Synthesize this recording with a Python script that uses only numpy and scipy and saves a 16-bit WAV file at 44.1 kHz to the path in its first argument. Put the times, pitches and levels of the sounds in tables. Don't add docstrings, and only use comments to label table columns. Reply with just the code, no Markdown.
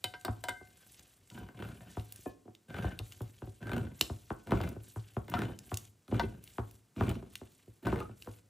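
import sys
import numpy as np
from scipy import signal
from scipy.fft import rfft, irfft, next_fast_len
from scipy.io import wavfile
from scipy.ndimage import uniform_filter1d

SR = 44100
rng = np.random.default_rng(int(sys.argv[2]) if len(sys.argv) > 2 else 0)


def put_to_file(sound):
    columns = np.atleast_2d(sound).T
    safe = np.clip(columns, -1, 1)
    whole_steps = np.round(safe * 32767)
    wavfile.write(sys.argv[1], SR, whole_steps.astype(np.int16))


N = 374409
RING = 16384
T = np.arange(RING) / SR


def amp(db):
    return 10 ** (np.asarray(db) / 20)


def unit(x):
    return x / np.sqrt(np.sum(x ** 2) + 1e-20)


def read(points, hz):
    f, value = np.transpose(points)
    return np.interp(np.log(hz + 1), np.log(f + 1), value)


def add(mix, start_s, sound):
    part = mix[max(round(start_s * SR), 0):][:len(sound)]
    part += sound[:len(part)]


def causal(points):
    hz = abs(np.fft.fftfreq(RING, 1 / SR))
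    log_gain = np.log(amp(read(points, hz)))
    return np.fft.ifft(np.exp(np.conj(signal.hilbert(log_gain)))).real


def colour(x, points):
    return signal.oaconvolve(x, causal(points))[:len(x)]


def noise_burst(t60_s):
    return rng.standard_normal(RING) * amp(-60 * T / t60_s)


def echoes(decay):
    hz, t, z = signal.stft(rng.standard_normal(RING), SR, nperseg=256)
    fade = amp(-60 * t / read(decay, hz)[:, None])
    return signal.istft(z * fade, SR, nperseg=256)[1][:RING] / np.sqrt(SR)


def ring(modes, spread_db, length=1, detune=0):
    hz, db, t60_s = np.transpose(modes)[:, :, None]
    db = db + spread_db * rng.standard_normal(hz.shape)
    hz = hz * (1 + detune * rng.standard_normal(hz.shape))
    decay = amp(db - 60 * T / (t60_s * length))
    sign = rng.choice([-1, 1], hz.shape)
    return (decay * np.sin(2 * np.pi * hz * T) * sign).sum(0)


def bend(x, lag_s):
    hz = np.fft.rfftfreq(2 * RING, 1 / SR)
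    delay_s = lag_s * np.maximum(np.sqrt(100 / np.maximum(hz, 60)) - np.sqrt(100 / 3000), 0)
    phase = 2 * np.pi * np.cumsum(delay_s) * hz[1]
    return irfft(rfft(x, 2 * RING) * np.exp(-1j * phase))[:RING]


def slips(count, per_s, spread_db):
    happens = rng.random(count) < per_s / SR
    size = amp(spread_db * np.minimum(rng.exponential(1, count), 4))
    return happens * size * rng.choice([-1, 1], count)


def steady(x, size):
    power = uniform_filter1d(uniform_filter1d(x ** 2, size), size)
    return x / np.sqrt(abs(power) + 1e-14)


def flutter(x, depth_db):
    z = signal.stft(x, nperseg=256)[2]
    patches = uniform_filter1d(rng.standard_normal(z.shape), size=36, axis=0)
    patches = uniform_filter1d(patches, size=4, axis=1)
    return signal.istft(z * amp(depth_db * patches / patches.std()), nperseg=256)[1][:len(x)]


def effort(t, rise_s, shape):
    start_db, hold_s, release_db_per_s = shape
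    attack = start_db * np.maximum(1 - t / rise_s, 0)
    return attack - release_db_per_s * np.maximum(t - rise_s - hold_s, 0)


SAG_PER_S, RING_FADE_DB_PER_S = .005, 3
# frequency in Hz, level in dB, t60 in s.
TIN_MODES = [(732, -2.5, 0.3), (968, 0.5, 0.081), (1290, -11, 0.084), (1463, -1, 0.038), (1560, 4.5, 0.078),
             (1534, -20.5, 0.82), (1579, 2.5, 0.12), (1965, -5.5, 0.042), (2099, -9.5, 0.22),
             (3030, -3, 0.075), (3500, -16, .09), (3656, -0.5, 0.039), (4013, -10, .06),
             (4620, -22.5, 0.14), (5250, -28.5, 0.048)]


def tin_modes(s):
    return [(hz * (1 - SAG_PER_S * s), db, t60_s) for hz, db, t60_s in TIN_MODES]


# frequency in Hz, gain in dB.
AIR_SPECTRUM = [(20, -30), (60, -22), (120, -6.5), (300, -11), (800, -23.5), (4000, -29), (9000, -27),
                (16000, -34)]


def kitchen_air(air_db):
    return amp(air_db) * np.sqrt(N) * unit(colour(rng.standard_normal(N), AIR_SPECTRUM))


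# time in seconds, relative level in dB.
SEATING = [(0, -72), (.33, -68.5), (.6, -72.5), (.95, -63.5), (1.2, -78.5), (1.4, -63.5)]
# start in seconds, time to full force in s, and relative levels in dB of the
# board's shudder, the lid's crunch and the following regrip's rustle, then length of that regrip in s.
TURNS = [(1.3, 0.05, -44.5, -56, -66.5, 0.35), (1.54, 0.063, -40, -51.5, -62, 0.4),
         (1.799, 0.0046, -51.5, -59, -63.5, 0.21), (2.68, 0.11, -36, -46, -60.5, .6),
         (3.6, 0.13, -31.5, -48.5, -60.5, 0.63), (4.46, 0.1, -31, -45.5, -61.5, .5),
         (5.28, 0.077, -32, -44.5, -59, .3), (6.08, 0.07, -30, -47, -63, 0.39),
         (6.95, 0.07, -28.5, -45.5, -67.5, 0.52), (7.82, 0.05, -30.5, -44.5, -62.5, 0.26)]
# starting level in dB, hold in s, release in dB per s.
REGRIP_SHAPE = (-10, 0.016, 27)
REGRIP_AFTER_S, REGRIP_RISE_S = .34, 0.047
# frequency in Hz, gain in dB.
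SLIDE_SPECTRUM = [(200, -15), (1000, -1), (3200, 8), (5000, 3), (8000, 7), (11000, 7), (14300, 4.5),
                  (16000, -10)]
SHUDDER_SPECTRUM = [(20, -47), (42, -5.5), (57, 12.5), (80, 4), (110, 15.5), (137, 2), (230, 0), (400, -5),
                    (560, -14.5), (2000, -41), (16000, -76)]
CRUNCH_SPECTRUM = [(200, -12.5), (500, 6.5), (900, -2.5), (1550, -6.5), (1950, -10), (2500, -3.5),
                   (3800, -11.5), (5000, -22), (9000, -27.5), (16000, -23)]


def glove(grain=0.59, bump_db=-2, rest_db=-84, jiggle_db=-14, jiggles_per_s=25):
    when_s, seat_db = np.transpose(SEATING)
    pressure = amp(rest_db) + np.interp(np.arange(N) / SR, when_s, amp(seat_db), right=0)
    for s, *_, db, length_s in TURNS:
        t = np.arange(0, length_s, 1 / SR)
        swell = amp(db + effort(t, REGRIP_RISE_S, REGRIP_SHAPE))
        fade_out = np.minimum(1, (length_s - t) / REGRIP_RISE_S)
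        add(pressure, s + REGRIP_AFTER_S, swell * fade_out)
    fizz = unit(rng.standard_normal(N)) + grain * unit(slips(N, per_s=1200, spread_db=5.5))
    fizz = flutter(colour(fizz, SLIDE_SPECTRUM), depth_db=4.0)
    bumps = colour(slips(N, per_s=160, spread_db=4.5), SHUDDER_SPECTRUM)
    touch = unit(causal(CRUNCH_SPECTRUM)) + unit(ring(TIN_MODES, spread_db=3, length=.8))
    jiggle = signal.oaconvolve(slips(N, per_s=jiggles_per_s, spread_db=2), touch)[:N]
    rustle = unit(fizz) + amp(bump_db) * unit(bumps) + amp(jiggle_db) * unit(jiggle)
    return pressure * np.sqrt(N) * rustle


def chatter(bounce_db=-11, bounce_s=.0045, count=5):
    train = 1. * (T == 0)
    for k, s in enumerate(np.cumsum(bounce_s * (.5 + rng.random(count)))):
        add(train, s, rng.choice([-1, 1], 1) * amp(bounce_db) / np.sqrt(k + 1))
    return train


# start in seconds, relative level in dB, extra level of the crack in dB,
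# extra level of the ring in dB, most excited frequency in Hz, factor on the ring's length.
CLACKS = [(0.0411, -24, 3, 1.5, 3700, 0.68), (.138, -35, -17, 2, 1730, 1.3),
          (0.249, -25.5, -0.5, -2.5, 930, 0.83), (0.439, -27.5, 2, -4.5, 845, 1.2),
          (.485, -24.5, -5, 3, 1700, 0.82), (0.4921, -36.5, 12.5, 6, 1680, 2.2),
          (1.377, -43, -23, 3.5, 865, 0.72), (4.519, -32, -24, -18, 1420, 0.24),
          (5.339, -23, -30, 3, 760, 0.53), (6.196, -19.5, -19.5, 2, 1095, 0.41),
          (7.869, -33, -6, 5.5, 1100, 0.9)]
# frequency in Hz, gain in dB.
CRACK_SPECTRUM = [(700, -8), (1400, -35.5), (2400, -25.5), (3600, 9.5), (6000, -4), (8000, 6), (12000, 0.5),
                  (16000, -1)]
BLOW_SPECTRUM = [(30, -11), (60, 10), (88, 6.5), (107, 17.5), (135, 7), (175, -0.5), (220, 6), (265, 4),
                 (365, 6.5), (500, -1.5), (1000, -6), (1500, -14), (2200, -27), (3300, -28), (5000, -64),
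                 (16000, -42.5)]
# frequency in Hz, t60 in s.
BOARD_DECAY = [(100, 0.16), (400, 0.1), (1000, 0.071), (3000, 0.037), (10000, 0.039)]
JANGLE_HZ = (2677, 5790)


def clacks(ring_db=-2, rattle_db=-4, rattle_t60_s=0.026, crack_t60_s=0.022, focus_db=10,
           thud_db=-18, jangle_db=-14, jangle_t60_s=0.055, count=36):
    out = np.zeros(N)
    partials = [(hz, 0, jangle_t60_s) for hz in rng.uniform(*JANGLE_HZ, count)]
    for s, db, crack_db, tone_db, hz, length in CLACKS:
        contact = [(hz / 2.46, -focus_db), (hz, 0), (hz * 2.6, -focus_db)]
        bounces = chatter()
        crack = colour(noise_burst(crack_t60_s), CRACK_SPECTRUM)
        rattle = colour(noise_burst(rattle_t60_s), CRUNCH_SPECTRUM)
        tone = ring(tin_modes(s), spread_db=0, length=length, detune=0.0014)
        jangle = ring(partials, spread_db=0.5, length=length)
        rattle, tone, jangle = (colour(signal.fftconvolve(x, bounces)[:RING], contact)
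                                for x in (rattle, tone, jangle))
        thud = bend(colour(echoes(BOARD_DECAY), BLOW_SPECTRUM), lag_s=0.01343)
        parts = ((crack, crack_db), (rattle, rattle_db), (tone, ring_db + tone_db),
                 (jangle, jangle_db), (thud, thud_db))
        add(out, s, sum(amp(db + part_db) * x / abs(x).max() for x, part_db in parts))
    return out


# start in seconds, peak level in dB, centre in Hz.
TICKS = [(0.2117, -40, 7060), (0.994, -41.5, 5900), (1.301, -39.5, 3500), (1.997, -36.5, 2880),
         (2.123, -30.5, 11500), (2.16, -35, 10400), (2.5504, -42.5, 3500), (2.9902, -26, 3200),
         (3.122, -36, 3700), (3.218, -39, 13900), (4.011, -8.5, 3900), (4.025, -27, 4180),
         (4.613, -34.5, 3500), (4.69, -35.5, 12600), (5.2986, -35.5, 13100), (5.5893, -34, 6940),
         (5.742, -25, 6800), (5.772, -25, 7200), (6.4392, -36.5, 13500), (6.476, -41.5, 3080),
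         (6.711, -42.5, 12200), (7.093, -32, 9350), (7.3547, -27.5, 3300), (8.223, -36, 3260)]
# frequency in Hz, level in dB, t60 in s.
KEY_MODES = [(2050, -3.5, .018), (2800, 8, 0.0099), (3700, 3, 0.011), (5320, -6, 0.018)]


def ticks(below_db=-8, above_db=-6, top_db=-9, bass_db=-21, t60_s=0.017, key_db=-5):
    out = np.zeros(N)
    for s, db, hz in TICKS:
        burst = unit(noise_burst(t60_s)) + amp(key_db) * unit(ring(KEY_MODES, spread_db=-0.5))
        spectrum = [(hz / 8, bass_db), (hz / 2, below_db), (hz, 0), (hz * 2, above_db), (hz * 5, top_db)]
        tick = colour(burst, spectrum)
        add(out, s, amp(db) * tick / abs(tick).max())
    return out


def board_wave(lag_s=0.01748, lag_spread=0.26):
    blow = causal(BLOW_SPECTRUM)
    edge_echoes = echoes(BOARD_DECAY) * (1 - np.exp(-T / .003))
    wave = blow + 7.5 * signal.fftconvolve(blow, edge_echoes)[:RING]
    return unit(bend(wave, lag_s * (1 + lag_spread * rng.uniform(-0.89, 1))))


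# start in seconds, relative level in dB, extra bass in dB,
# extra treble in dB (hardness).
KNOCKS = [(0.2499, -49.5, -13, 6), (0.281, -43, 4.5, 5.5), (0.611, -58.5, -5.5, -6), (1.411, -54, 3.5, -14),
          (1.97, -46, 5.5, 0), (2.259, -42, -14, -10), (2.454, -58.5, -10, -12), (2.478, -55.5, -8, -7),
          (2.844, -42.5, 6.5, 0), (2.996, -52.5, 8.5, 0), (3.206, -48.5, 6.5, -1.5),
          (3.4201, -50.5, 3.5, -1.5), (3.472, -54, 4, -9.5), (4.009, -43.5, -8, -12), (4.0978, -48, 8, 0.5),
          (4.304, -44, 0.5, 6), (4.5195, -32.5, -1, 4), (4.603, -42, -5, 5.5), (4.763, -50, 2.5, -9.5),
          (4.96, -49.5, 7.5, 3), (5.1671, -42.5, 4, 2), (5.4943, -51, 3, -3), (5.7164, -46.5, 6.5, 6.5),
          (6.123, -37, 1.5, -8), (6.583, -42.5, 3, 7), (7.0087, -39, 2, 8.5), (7.225, -53.5, -6, -4),
          (7.414, -53, -2, -4), (7.675, -59.5, 1.5, -27), (7.867, -40, -0.5, 3.5), (7.926, -38, -14, 2),
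          (8.094, -54, -1, -2.5), (8.2723, -50.5, 1, 3)]
# frequency in Hz, level in dB, t60 in s.
WALL_MODE = (735, -11, 0.15)


def knocks(level_db=5.0, tin_db=-19, bounce_db=-10, bounce_s=.008):
    out = np.zeros(N)
    wall_hz, wall_db, wall_t60_s = WALL_MODE
    for s, db, weight_db, hard_db in KNOCKS:
        tin = ring(tin_modes(s), spread_db=13.5, length=1.0, detune=0.0053)
        tin = unit(colour(tin, BLOW_SPECTRUM))
        wall = ring([(wall_hz * (1 - SAG_PER_S * s), 0, wall_t60_s)], spread_db=0, detune=.01)
        wall = amp(wall_db + 3 * rng.standard_normal()) * unit(wall)
        bounce = np.roll(board_wave(), round(SR * bounce_s * (1 + rng.random())))
        wave = unit(board_wave() + amp(bounce_db) * bounce)
        wave = wave + amp(-RING_FADE_DB_PER_S * s / 2) * (amp(tin_db) * tin + wall)
        wave = colour(wave, [(120, weight_db), (240, 0), (550, 0), (1100, hard_db)])
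        add(out, s, amp(db + level_db) * np.sqrt(SR / 20) * wave)
    return out


# starting level in dB, hold in s, release in dB per s.
SHUDDER_SHAPE = (-14, 0.091, 157)
CRUNCH_SHAPE = (-10, 0.075, 129)
TURN_S = 0.37


def cutting(shudder_db=-4, crunch_db=-4.0, ring_db=-1, tin_db=-4, fizz_db=-35, fizz_follow=0.63,
            scatter=16.3, slips_per_s=40, slip_db=5, count=6):
    shakes = []
    for _ in range(count):
        shake = colour((T == 0) + scatter * echoes(BOARD_DECAY), SHUDDER_SPECTRUM)
        shakes.append(unit(bend(shake, lag_s=0.0146)))
    rim = []
    for _ in range(2 * count):
        crack = unit(colour(noise_burst(0.052), CRUNCH_SPECTRUM))
        tone = colour(ring(TIN_MODES, spread_db=10.5, length=0.5, detune=.08), CRUNCH_SPECTRUM)
        rim.append(crack + amp(ring_db) * unit(tone))
    rim = np.array(rim)
    out, t = np.zeros(N), np.arange(0, TURN_S, 1 / SR)
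    for s, rise_s, board_db, lid_db, *_ in TURNS:
        low_db = board_db + effort(t, rise_s, SHUDDER_SHAPE)
        high_db = lid_db + effort(t, rise_s, CRUNCH_SHAPE)
        cracks = rng.permutation(rim)[:count]
        trains = [slips(len(t), per_s=slips_per_s, spread_db=slip_db) for _ in range(count)]
        low, high = (sum(signal.fftconvolve(a, b)[:len(t)] for a, b in zip(trains, spots))
                     for spots in (shakes, cracks))
        high = flutter(high, depth_db=3.0)
        fizz = flutter(colour(rng.standard_normal(len(t)), SLIDE_SPECTRUM), depth_db=5.5)
        tin = ring(tin_modes(s), spread_db=5.0, length=1.0, detune=0.0039)
        tin = signal.fftconvolve(sum(trains), tin)[:len(t)]
        tin = colour(tin, [(700, 9.5), (1600, -4.0), (2100, -5.5), (4000, -8.5)])
        layers = ((low, low_db + shudder_db), (high, high_db + crunch_db),
                  (fizz, fizz_follow * high_db + fizz_db),
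                  (tin, high_db + tin_db - RING_FADE_DB_PER_S * s))
        turn = sum(amp(db) * steady(x, size=2200) for x, db in layers)
        add(out, s, turn * signal.windows.tukey(len(t), .05))
    return out


# start in seconds, relative level in dB.
BITES = [(1.488, -53), (1.591, -52.5), (1.624, -44), (1.649, -52), (2.704, -48.5), (2.743, -43.5),
         (2.766, -45), (2.786, -46), (2.81, -52), (2.867, -52), (3.628, -49), (3.67, -45.5), (3.694, -41.5),
         (3.717, -38), (3.733, -38), (3.765, -39.5), (3.78, -40.5), (3.869, -54.5), (4.471, -46),
         (4.508, -38.5), (4.55, -45), (4.637, -41), (4.675, -45.5), (5.281, -47), (5.318, -49),
         (5.353, -44), (5.391, -37), (5.419, -35.5), (5.435, -49), (6.08, -52), (6.144, -42.5),
         (6.167, -47), (7.054, -51), (7.067, -46), (7.083, -44), (7.1, -39.5), (7.113, -42), (7.857, -41.5),
         (7.959, -41.5), (7.98, -46), (8.003, -40)]
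# frequency in Hz, gain in dB.
TEAR_SPECTRUM = [(500, -16.5), (1400, 5.5), (3600, -5.5), (5200, -19.5), (16000, -15)]


def bites(crack_db=19, crack_t60_s=0.014, board_db=27, tin_db=27, bass_db=-6):
    out = np.zeros(N)
    for s, db in BITES:
        crack = unit(colour(noise_burst(crack_t60_s), TEAR_SPECTRUM))
        board = unit(colour(board_wave(), [(120, bass_db), (400, 0.0026)]))
        tin = ring(tin_modes(s), spread_db=4.5, length=0.47, detune=0.0064)
        tin = unit(colour(tin, [(1000, -5.5), (1560, -3), (2100, -8.5)]))
        tin_gain = amp(tin_db - RING_FADE_DB_PER_S * s)
        add(out, s, amp(db) * (amp(crack_db) * crack + amp(board_db) * board + tin_gain * tin))
    return out


# start in seconds, level in dB.
HANDLE_BUMP = (2.261, -50)
# frequency in Hz, level in dB, t60 in s.
HANDLE_MODES = [(1067, -7, 0.32), (1730, -4, 0.23), (2490, -9.5, 0.2)]


def handle():
    out = np.zeros(N)
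    s, db = HANDLE_BUMP
    add(out, s, amp(db) * ring(HANDLE_MODES, spread_db=0))
    return out


# start in seconds, level in dB, frequency in Hz, length in s.
SQUEAKS = [(2.68, -51.5, 1551, 0.31), (3.6, -50, 1542, 0.23), (5.363, -35, 1370, 0.019),
           (6.195, -33.5, 910, 0.031), (7.918, -41.5, 469.6, 0.12), (7.94, -52.5, 854, 0.13),
           (8.006, -40, 1240, 0.023), (8.046, -49.5, 1260, 0.025), (8.258, -49.5, 487, 0.052)]


def squeaks(waver=0.026, fall=0.02, rough=0.42):
    out = np.zeros(N)
    for s, db, hz, length_s in SQUEAKS:
        size = round(length_s * SR)
        wobble, catch = uniform_filter1d(rng.standard_normal((2, SR)), 100)[:, :size] * 10
        pitch_hz = hz * (1 + waver * wobble + fall * np.linspace(.5, -.5, size))
        tone = np.sin(2 * np.pi * np.cumsum(pitch_hz) / SR)
        add(out, s, amp(db) * np.sqrt(np.hanning(size)) * (1 + rough * catch) * tone)
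    return out


# frequency in Hz, t60 in s.
KITCHEN_DECAY = [(100, 0.75), (700, 0.3), (3000, 0.22), (8000, 0.34), (15000, 0.2)]


def kitchen(x, wall_db=-7):
    sides = []
    for wall_s in (.0105, .0135):
        tail = unit(echoes(KITCHEN_DECAY) * (1 - np.exp(-T / 0.0013)))
        tail[round(wall_s * SR)] += amp(wall_db)
        sides.append(signal.oaconvolve(x, tail)[:N])
    return np.array(sides)


def scene(steel_room_db=-13, board_room_db=-14, air_db=-72, width=0.2):
    steel = glove() + clacks() + ticks() + handle() + squeaks()
    board = knocks() + cutting() + bites()
    board_send = colour(board, [(100, -6.5), (250, -0.5), (500, 0.5), (1200, 6.0)])
    left, right = kitchen(amp(steel_room_db) * steel + amp(board_room_db) * board_send)
    mid, side = left + right, left - right
    side = colour(side, [(100, -7.5), (500, 11.0), (1500, 7.5), (4000, 1.0), (9000, -25.5)])
    direct = steel + board + kitchen_air(air_db)
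    return direct + mid / np.sqrt(2) + width * np.array([side, -side])


# frequency in Hz, lead of the left in radians.
WIDENING_PHASE = [(0, 0), (1900, -.3), (3100, .5), (4200, .4), (7000, -.5), (8300, 0), (9500, -np.pi),
                  (12750, -3 * np.pi), (16000, -5 * np.pi)]
# frequency in Hz, left minus right in dB.
MIC_BALANCE = [(110, 0.9), (220, -0.5), (340, -3), (520, -1.5), (720, 7), (1200, 1.5), (4400, 0), (8000, 0)]


def record(dry, low_cut_hz=40, edge_hz=15900):
    size = next_fast_len(N + RING)
    hz = np.fft.rfftfreq(size, 1 / SR)
    balance = amp(read(MIC_BALANCE, hz) / 2)
    widening = np.exp(1j * np.interp(hz, *np.transpose(WIDENING_PHASE)))
    channels = np.array([balance * widening, 1 / balance])
    heard = irfft(rfft(dry, size) * channels, size)[:, :N]
    heard = signal.sosfilt(signal.butter(2, low_cut_hz, "high", fs=SR, output="sos"), heard)
    band_limit = signal.firwin(255, edge_hz, window=("kaiser", 8), fs=SR)
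    return signal.oaconvolve(heard, band_limit[None], "same")


dry = scene()
out = record(dry)
put_to_file(out)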